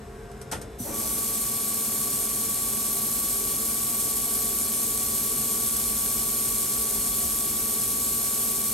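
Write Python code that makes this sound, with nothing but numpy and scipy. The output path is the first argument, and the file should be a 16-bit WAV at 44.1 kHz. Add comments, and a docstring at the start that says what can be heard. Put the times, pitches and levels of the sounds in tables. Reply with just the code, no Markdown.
"""Milling machine spindle start.

Heard at the open door of the sheet-steel enclosure. Fans and a pump hum over workshop rumble.
Relays click, a contactor clacks; the drive whistles and pulls the empty spindle up to speed.
The belt then whines and throbs with each turn under the hiss of purge air from the spindle nose."""
import sys
import numpy as np
from scipy import signal
from scipy.fft import rfft, irfft
from scipy.io import wavfile

SR = 44100
rng = np.random.default_rng(int(sys.argv[2]) if len(sys.argv) > 2 else 0)


def wrap_up_sound(samples):
    """Save the sound to the file named by the first command line argument, as 16-bit audio."""
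    columns = np.atleast_2d(samples).T
    # keep every value between -1 and 1, then stretch to whole-number steps
    tamed = np.clip(columns, -1, 1)
    steps = np.round(tamed * 32767).astype(np.int16)
    wavfile.write(sys.argv[1], SR, steps)


N = 384993
TIME_S, FREQ_HZ = np.arange(N) / SR, np.fft.rfftfreq(N, 1 / SR)

VALVE_S, POWER_ON_S, JOLT_S, FULL_OPEN_S = 0.783, 0.789, 0.802, 0.928
RAMP_START_S, RAMP_LENGTH_S, RUN_REV_PER_S = 0.818, 0.095, 50 / 3

# Stereo field. Each row: frequency in Hz, likeness 0-1, left phase lead in radians, left-right in dB.
STEREO_FIELD = [(60, 0.96, 0.0, 0.9), (300, 0.91, -0.1, 1.2), (700, 0.56, -0.4, 2.3),
                (1700, 0.44, -0.7, 1.0), (2500, 0.85, 0.1, 0.6), (3700, 0.81, 0.1, 0.2),
                (5400, 0.35, 0.9, 2.7), (6600, 0.78, -0.1, 1.1), (7700, 0.84, 0.8, 0.4),
                (8600, 0.93, 0.0, 0.5), (10250, 0.97, -3.1, -0.0), (11900, 0.99, -6.2, -0.0),
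                (13700, 1.0, -9.4, -0.0), (15300, 0.99, -12.6, -0.0)]
# Workshop rumble. Each row: frequency in Hz, relative density in dB.
RUMBLE_SPECTRUM = [(22, -40), (33, -9), (44, 4), (62, -0.5), (76, -1), (95, -19), (160, -62)]
# Rumble contour. Each row: time in seconds, relative level in dB.
RUMBLE_CONTOUR = [(.7, -46), (1.6, -54), (3.2, -51), (5.1, -51), (7.2, -47), (8.3, -52)]
# Fan, pump and servo tones. Each row: frequency in Hz, level in dB, left-right in dB.
HUM_TONES = [(57.9, -56, 1), (99.9, -63, 1), (131.6, -55, 0), (210.3, -52, 0), (399.5, -54, 1),
             (445.1, -52, -1), (532.4, -64, 1), (696.8, -62, 8), (702.2, -59, 3), (740, -65, 2),
             (1102.4, -68, -2), (1404.2, -66, 5), (1558.1, -68, -2), (1638.4, -71, -3), (1764.2, -72, 0),
             (1872.5, -72, -3), (2106.6, -72, -4), (3510, -75, 0), (3747, -75, 0), (3978, -74, 0),
             (5146, -77, 0), (5383, -76, 0), (8000, -70, 0)]
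# Fan air noise. Each row: frequency in Hz, relative density in dB.
FAN_SPECTRUM = [(40, -18), (90, -4), (145, -2.5), (175, -9), (225, -3.5), (290, -13), (405, -3), (450, -3),
                (500, -15), (735, -13.5), (1700, -20.5), (4000, -32), (11800, -30.5), (13500, -60)]
# Relays and contactor. Each row: start in seconds, snap in dB, thud in dB, T60 in seconds.
SWITCH_EVENTS = [(.3147, -50, -59, .07), (.414, -40, -44, 0.092), (0.5138, -33.5, -33, 0.22),
                 (.522, -36.5, -30.5, 0.14), (.6145, -39.5, -42.5, 0.11)]
# Contact snap. Each row: frequency in Hz, relative density in dB.
SNAP_SPECTRUM = [(1000, -8), (3500, -11), (5800, 2.5), (6700, -3), (9000, 4.5), (12000, -1), (13500, -27),
                 (16000, -35)]
# Armature thud on the cabinet. Each row: frequency in Hz, relative density in dB.
THUD_SPECTRUM = [(60, -5), (200, -3), (400, -5), (850, 6), (1140, -6.5), (1410, 7.5), (1650, -1), (1850, 1),
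                 (2300, -4.5), (3200, -5.5), (6000, -22), (10000, -45)]
# Cabinet panel boom. Each row: frequency in Hz, relative density in dB.
BOOM_SPECTRUM = [(40, -30), (90, 4), (200, 5), (400, 1), (650, -0.5), (950, -14), (1400, -29), (4000, -60)]
# Purge air hiss. Each row: frequency in Hz, relative density in dB.
AIR_SPECTRUM = [(500, -41), (1500, -28.5), (2700, -21.5), (4000, -16), (5200, -12.5), (6500, -10),
                (7800, -5.5), (9000, -1.5), (10200, -1), (11200, 0.5), (12100, -3.5), (12900, -9),
                (14200, -18), (15700, -17)]
# Narrow peaks in the air hiss, roughly 1 kHz apart, as from a close reflection.
# Each row: frequency in Hz, width in Hz, unscaled lift in dB.
HISS_PEAKS = [(2972, 180, 2.3), (3413, 180, 4.1), (4221, 130, 6.0), (4931, 165, 2.4), (5480, 180, 2.3),
              (6019, 130, 3.8), (6955, 180, 2.2), (7946, 180, 2.8), (9001, 180, 1.5), (10088, 180, 3.3),
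              (11100, 96, 2.9), (11391, 111, 2.5), (12048, 180, 3.3), (12446, 180, 3.8)]
# Spindle head modes. Each row: frequency in Hz, relative level in dB, T60 in seconds.
HEAD_MODES = [(113, -29, 0.21), (200, -29, 0.146), (240, -23.5, 0.11)]
# Head growl under load. Each row: frequency in Hz, relative density in dB.
GROWL_SPECTRUM = [(80, -3), (200, -6), (300, 2), (490, -13), (580, 3), (680, -8), (900, -10), (1100, -15),
                  (2000, -25), (4000, -40)]
# Belt tension ripple from pulley run-out and belt joint. Each row: shaft order, relative depth.
TENSION_RIPPLE = [(.5, .14), (1, .37), (1.5, .1), (2, .13), (3, .18)]
# Shaft tones and belt tooth overtones. Each row: shaft order, level in dB, left-right in dB.
BELT_TONES = [(14.5, -60, 2), (15, -57, 2), (35, -61, -1), (44, -66, 3), (52, -71, 5), (75, -70, 10),
              (76, -72, 4), (134, -73, 0), (135, -67, 0), (135.5, -71, 1), (136, -68, -2), (137, -67, 5),
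              (138, -66, 4), (141, -67, 0), (142, -73, 0), (174, -70, 1), (180, -72, 0), (204, -65, 1),
              (205, -66, 1), (206, -68, 1)]
# Bearing and motor tones. Each row: shaft order, level in dB, left-right in dB.
BEARING_TONES = [(11.08, -61, 0), (13.09, -49, 1), (14.03, -49, 3), (16.11, -61, 1), (17.13, -56, 1),
                 (18.13, -65, 3), (19.14, -59, 1), (20.15, -61, 3), (89.25, -71, 4), (94.87, -67, 3),
                 (140.19, -61, 0)]
# Spindle rolling noise. Each row: frequency in Hz, relative density in dB.
ROLLING_SPECTRUM = [(60, -11), (130, 0), (260, 7), (420, -1), (600, 2), (900, -2.5), (1200, -2.5),
                    (1500, -5.5), (2050, -7.5), (2300, -5), (2700, -8), (5000, -15.5)]


def amp(db):
    """Decibels to gain."""
    return 10 ** (np.asarray(db) / 20)


def unit_rms(x):
    """Scale to rms 1."""
    return x / np.sqrt(np.mean(x ** 2) + 1e-20)


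def since(start_s):
    """Seconds since start_s, zero before."""
    return np.maximum(TIME_S - start_s, 0)


def rise(start_s, tau_s):
    """Exponential rise from 0 towards 1."""
    return 1 - np.exp(-since(start_s) / tau_s)


def per_bin(rows, column=1):
    """Table column interpolated over log frequency."""
    table = np.transpose(rows)
    return np.interp(np.log(FREQ_HZ + 1), np.log(table[0] + 1), table[column])


def drift(corner_hz):
    """Low-passed random motion, rms 1."""
    return unit_rms(irfft(rfft(rng.standard_normal(N)) / (1 + (FREQ_HZ / corner_hz) ** 2), N))


def stereo_field(pair, colour_db):
    """Colour two independent signals and blend them into a partly alike left and right."""
    common, other = rfft(pair)
    likeness = np.clip(per_bin(STEREO_FIELD, 1), -1, 1)
    lean = amp(per_bin(STEREO_FIELD, 3) / 2) * np.exp(0.5j * per_bin(STEREO_FIELD, 2))
    left = common * lean
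    right = (likeness * common + np.sqrt(1 - likeness ** 2) * other) / lean
    return irfft(np.array([left, right]) * amp(colour_db), N)


def noise(spectrum):
    """Steady coloured stereo noise, rms 1."""
    return unit_rms(stereo_field(rng.standard_normal((2, N)), per_bin(spectrum)))


def tone(cycles, rms_db, pan_db):
    """Panned sine, random start phase."""
    sides = amp(np.array([[pan_db], [-pan_db]]) / 2)
    return amp(rms_db) * sides / sides.mean() * np.sqrt(2) * np.sin(2 * np.pi * (cycles + rng.random()))


def enclosure(pair, t60_s):
    """Dense echoes between the steel walls, unit energy gain per side."""
    t = TIME_S[:SR // 2]
    echoes = rng.standard_normal((2, len(t))) * amp(-60 * t / t60_s)
    echoes /= np.linalg.norm(echoes, axis=1, keepdims=True)
    return signal.fftconvolve(pair, echoes, axes=1)[:, :N]


def rumble(trim_db=-1, swell_db=1.5):
    """Low workshop rumble swells and sinks, mono."""
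    contour_db = np.interp(TIME_S, *np.transpose(RUMBLE_CONTOUR))
    return amp(contour_db + trim_db + swell_db * drift(2)) * noise(RUMBLE_SPECTRUM)[0]


def fans_and_pump(air_db=-44.5, wander_hz=0.564, waver_db=3):
    """Fans and pump run throughout: wavering tones in air noise."""
    hum = np.zeros((2, N))
    for hz, db, pan_db in HUM_TONES:
        cycles = hz * TIME_S + wander_hz * np.cumsum(drift(2.54)) / SR
        hum += tone(cycles, db + waver_db * drift(3.4), pan_db)
    return hum + amp(air_db) * noise(FAN_SPECTRUM)


def switches(boom_db=-7, boom_t60_s=0.54):
    """Contacts snap, armatures thud, the steel panels boom on."""
    snap, thud, boom = np.zeros((3, N))
    for start_s, snap_db, thud_db, t60_s in SWITCH_EVENTS:
        age_s = since(start_s)
        crack = 1 + 0.66 * np.exp(-age_s / 0.0024)
        snap += amp(snap_db - 60 * age_s / t60_s) * crack * rise(start_s, tau_s=0.0006)
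        thud += amp(thud_db - 60 * age_s / t60_s) * rise(start_s, tau_s=0.0047)
        boom += amp(thud_db + boom_db - 60 * age_s / boom_t60_s) * rise(start_s, tau_s=0.019)
    return snap * noise(SNAP_SPECTRUM) + thud * noise(THUD_SPECTRUM) + boom * noise(BOOM_SPECTRUM)


def air_flow(first_stage_db=-8, final_db=-25.5, creep_db=2, creep_s=2.14):
    """Purge air gain: the valve opens in two stages, line pressure creeps up."""
    first_stage = amp(first_stage_db) * rise(VALVE_S, tau_s=0.014)
    opening = first_stage + (1 - first_stage) * rise(FULL_OPEN_S, tau_s=0.05)
    return opening * amp(final_db - creep_db * np.exp(-since(VALVE_S) / creep_s))


def purge_air(flutter_db=0.26, sputter_db=1, echo_db=-6, lift_scale=0.89):
    """A turbulent jet from the spindle seal hisses with narrow peaks; wall echoes comb it finely."""
    jet = rng.standard_normal((2, N)) * amp(flutter_db * drift(19) - sputter_db * drift(250))
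    combed = jet + amp(echo_db) * enclosure(jet, t60_s=0.14)
    lift = sum(db / (1 + (2 * (FREQ_HZ - hz) / width_hz) ** 2) for hz, width_hz, db in HISS_PEAKS)
    hiss = stereo_field(combed, per_bin(AIR_SPECTRUM) + lift_scale * lift)
    return unit_rms(hiss) * air_flow()


def inverter(pace, turns, carrier_hz=6000, carrier_db=-49, waver_db=2.5, fade_db_per_s=14):
    """Switching whistle fades from power-on; sidebands grow and fan out with speed."""
    cycles = carrier_hz * TIME_S
    near = sum(tone(cycles + order * turns, rms_db=-49, pan_db=2) for order in (-4, 4))
    far = tone(cycles - 32 * turns, rms_db=-54, pan_db=2)
    far += tone(cycles + 32 * turns, rms_db=-57, pan_db=2)
    carrier = tone(cycles + 0.12 * drift(60), carrier_db + waver_db * drift(25), pan_db=2)
    current = rise(POWER_ON_S, tau_s=0.0056) * amp(-fade_db_per_s * since(POWER_ON_S))
    return current * (carrier + pace ** 2 * near + np.sqrt(pace) * far)


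def head_jolt(trim_db=-1):
    """The spindle head rings as the motor takes hold."""
    age_s = since(JOLT_S)
    ring = sum(amp(db + trim_db - 60 * age_s / t60_s) * np.sin(2 * np.pi * hz * age_s)
               for hz, db, t60_s in HEAD_MODES)
    return ring * rise(JOLT_S, tau_s=0.0024)


def ramp():
    """Run-up progress, linear from 0 to 1."""
    return np.minimum(since(RAMP_START_S) / RAMP_LENGTH_S, 1)


def shaft_pace(overshoot=0.03, settle_s=0.02):
    """Shaft speed over running speed: ramps, overshoots, settles."""
    return ramp() * (1 + overshoot * np.exp(-since(RAMP_START_S + RAMP_LENGTH_S) / settle_s))


def torque(pace, surge_db=8, surge_fall_s=0.023, pull_db=-3.5, tail_db=-4.5, ease_db_per_s=36):
    """Motor effort: power-on surge, a pull peaking late in the ramp, a fading tail."""
    surge = amp(surge_db) * rise(POWER_ON_S, tau_s=0.0056) * np.exp(-since(POWER_ON_S) / surge_fall_s)
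    pull = amp(pull_db) * np.sin(np.pi * ramp() ** 1.6)
    tail = pace * amp(tail_db - ease_db_per_s * since(RAMP_START_S + RAMP_LENGTH_S))
    return surge + pull + tail


def strain(pace, turns, groan_db=-42, growl_db=-35):
    """Under torque, motor slots and belt teeth groan upwards in the enclosure; the head growls."""
    load = np.sqrt(pace) * torque(pace)
    groan = unit_rms(sum(tone(order * turns, 0, 0) for order in (20, 35, 52, 68)))
    growl = amp(growl_db) * load * noise(GROWL_SPECTRUM)
    return amp(groan_db) * enclosure(groan * load, t60_s=0.71) + growl


def belt(pace, turns, teeth=68, mesh_db=-46, flutter_db=0.5, throb=1.21, throb_ease_s=11.7):
    """Teeth mesh in step with the shaft, louder as the belt pulls tight; the throb eases as it settles."""
    mesh = tone(teeth * turns, mesh_db, pan_db=7)
    ripple = sum(depth * np.sin(2 * np.pi * (order * turns + rng.random()))
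                 for order, depth in TENSION_RIPPLE)
    tension = 1 + throb * np.exp(-since(RAMP_START_S) / throb_ease_s) * ripple
    whine = mesh * tension * amp(flutter_db * drift(27))
    partials = sum(tone(order * turns, db, pan_db) for order, db, pan_db in BELT_TONES)
    return pace ** 2 * (whine + partials)


def bearings(pace, slip_rms=0.00093, rolling_db=-45):
    """Bearings slip slightly against the shaft; tones and rolling noise grow with speed."""
    turns = np.cumsum(RUN_REV_PER_S * pace * (1 + slip_rms * drift(2.9))) / SR
    tones = sum(tone(order * turns, db, pan_db) for order, db, pan_db in BEARING_TONES)
    return pace ** 2 * tones + pace * amp(rolling_db) * noise(ROLLING_SPECTRUM)


def scene():
    """Idling machine, switches, then air, drive and spindle."""
    pace = shaft_pace()
    turns = np.cumsum(RUN_REV_PER_S * pace) / SR
    return (rumble() + fans_and_pump() + switches() + purge_air() + inverter(pace, turns) + head_jolt()
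            + strain(pace, turns) + belt(pace, turns) + bearings(pace))


def record(dry, low_cut_hz=33, high_cut_hz=15850):
    """Bass roll-off and treble band limit."""
    highpass = signal.butter(6, low_cut_hz, "highpass", fs=SR, output="sos")
    lowpass = signal.firwin(511, high_cut_hz, window=("kaiser", 9), fs=SR)
    return signal.oaconvolve(signal.sosfilt(highpass, dry), lowpass[None], "same")


dry = scene()
out = record(dry)
wrap_up_sound(out)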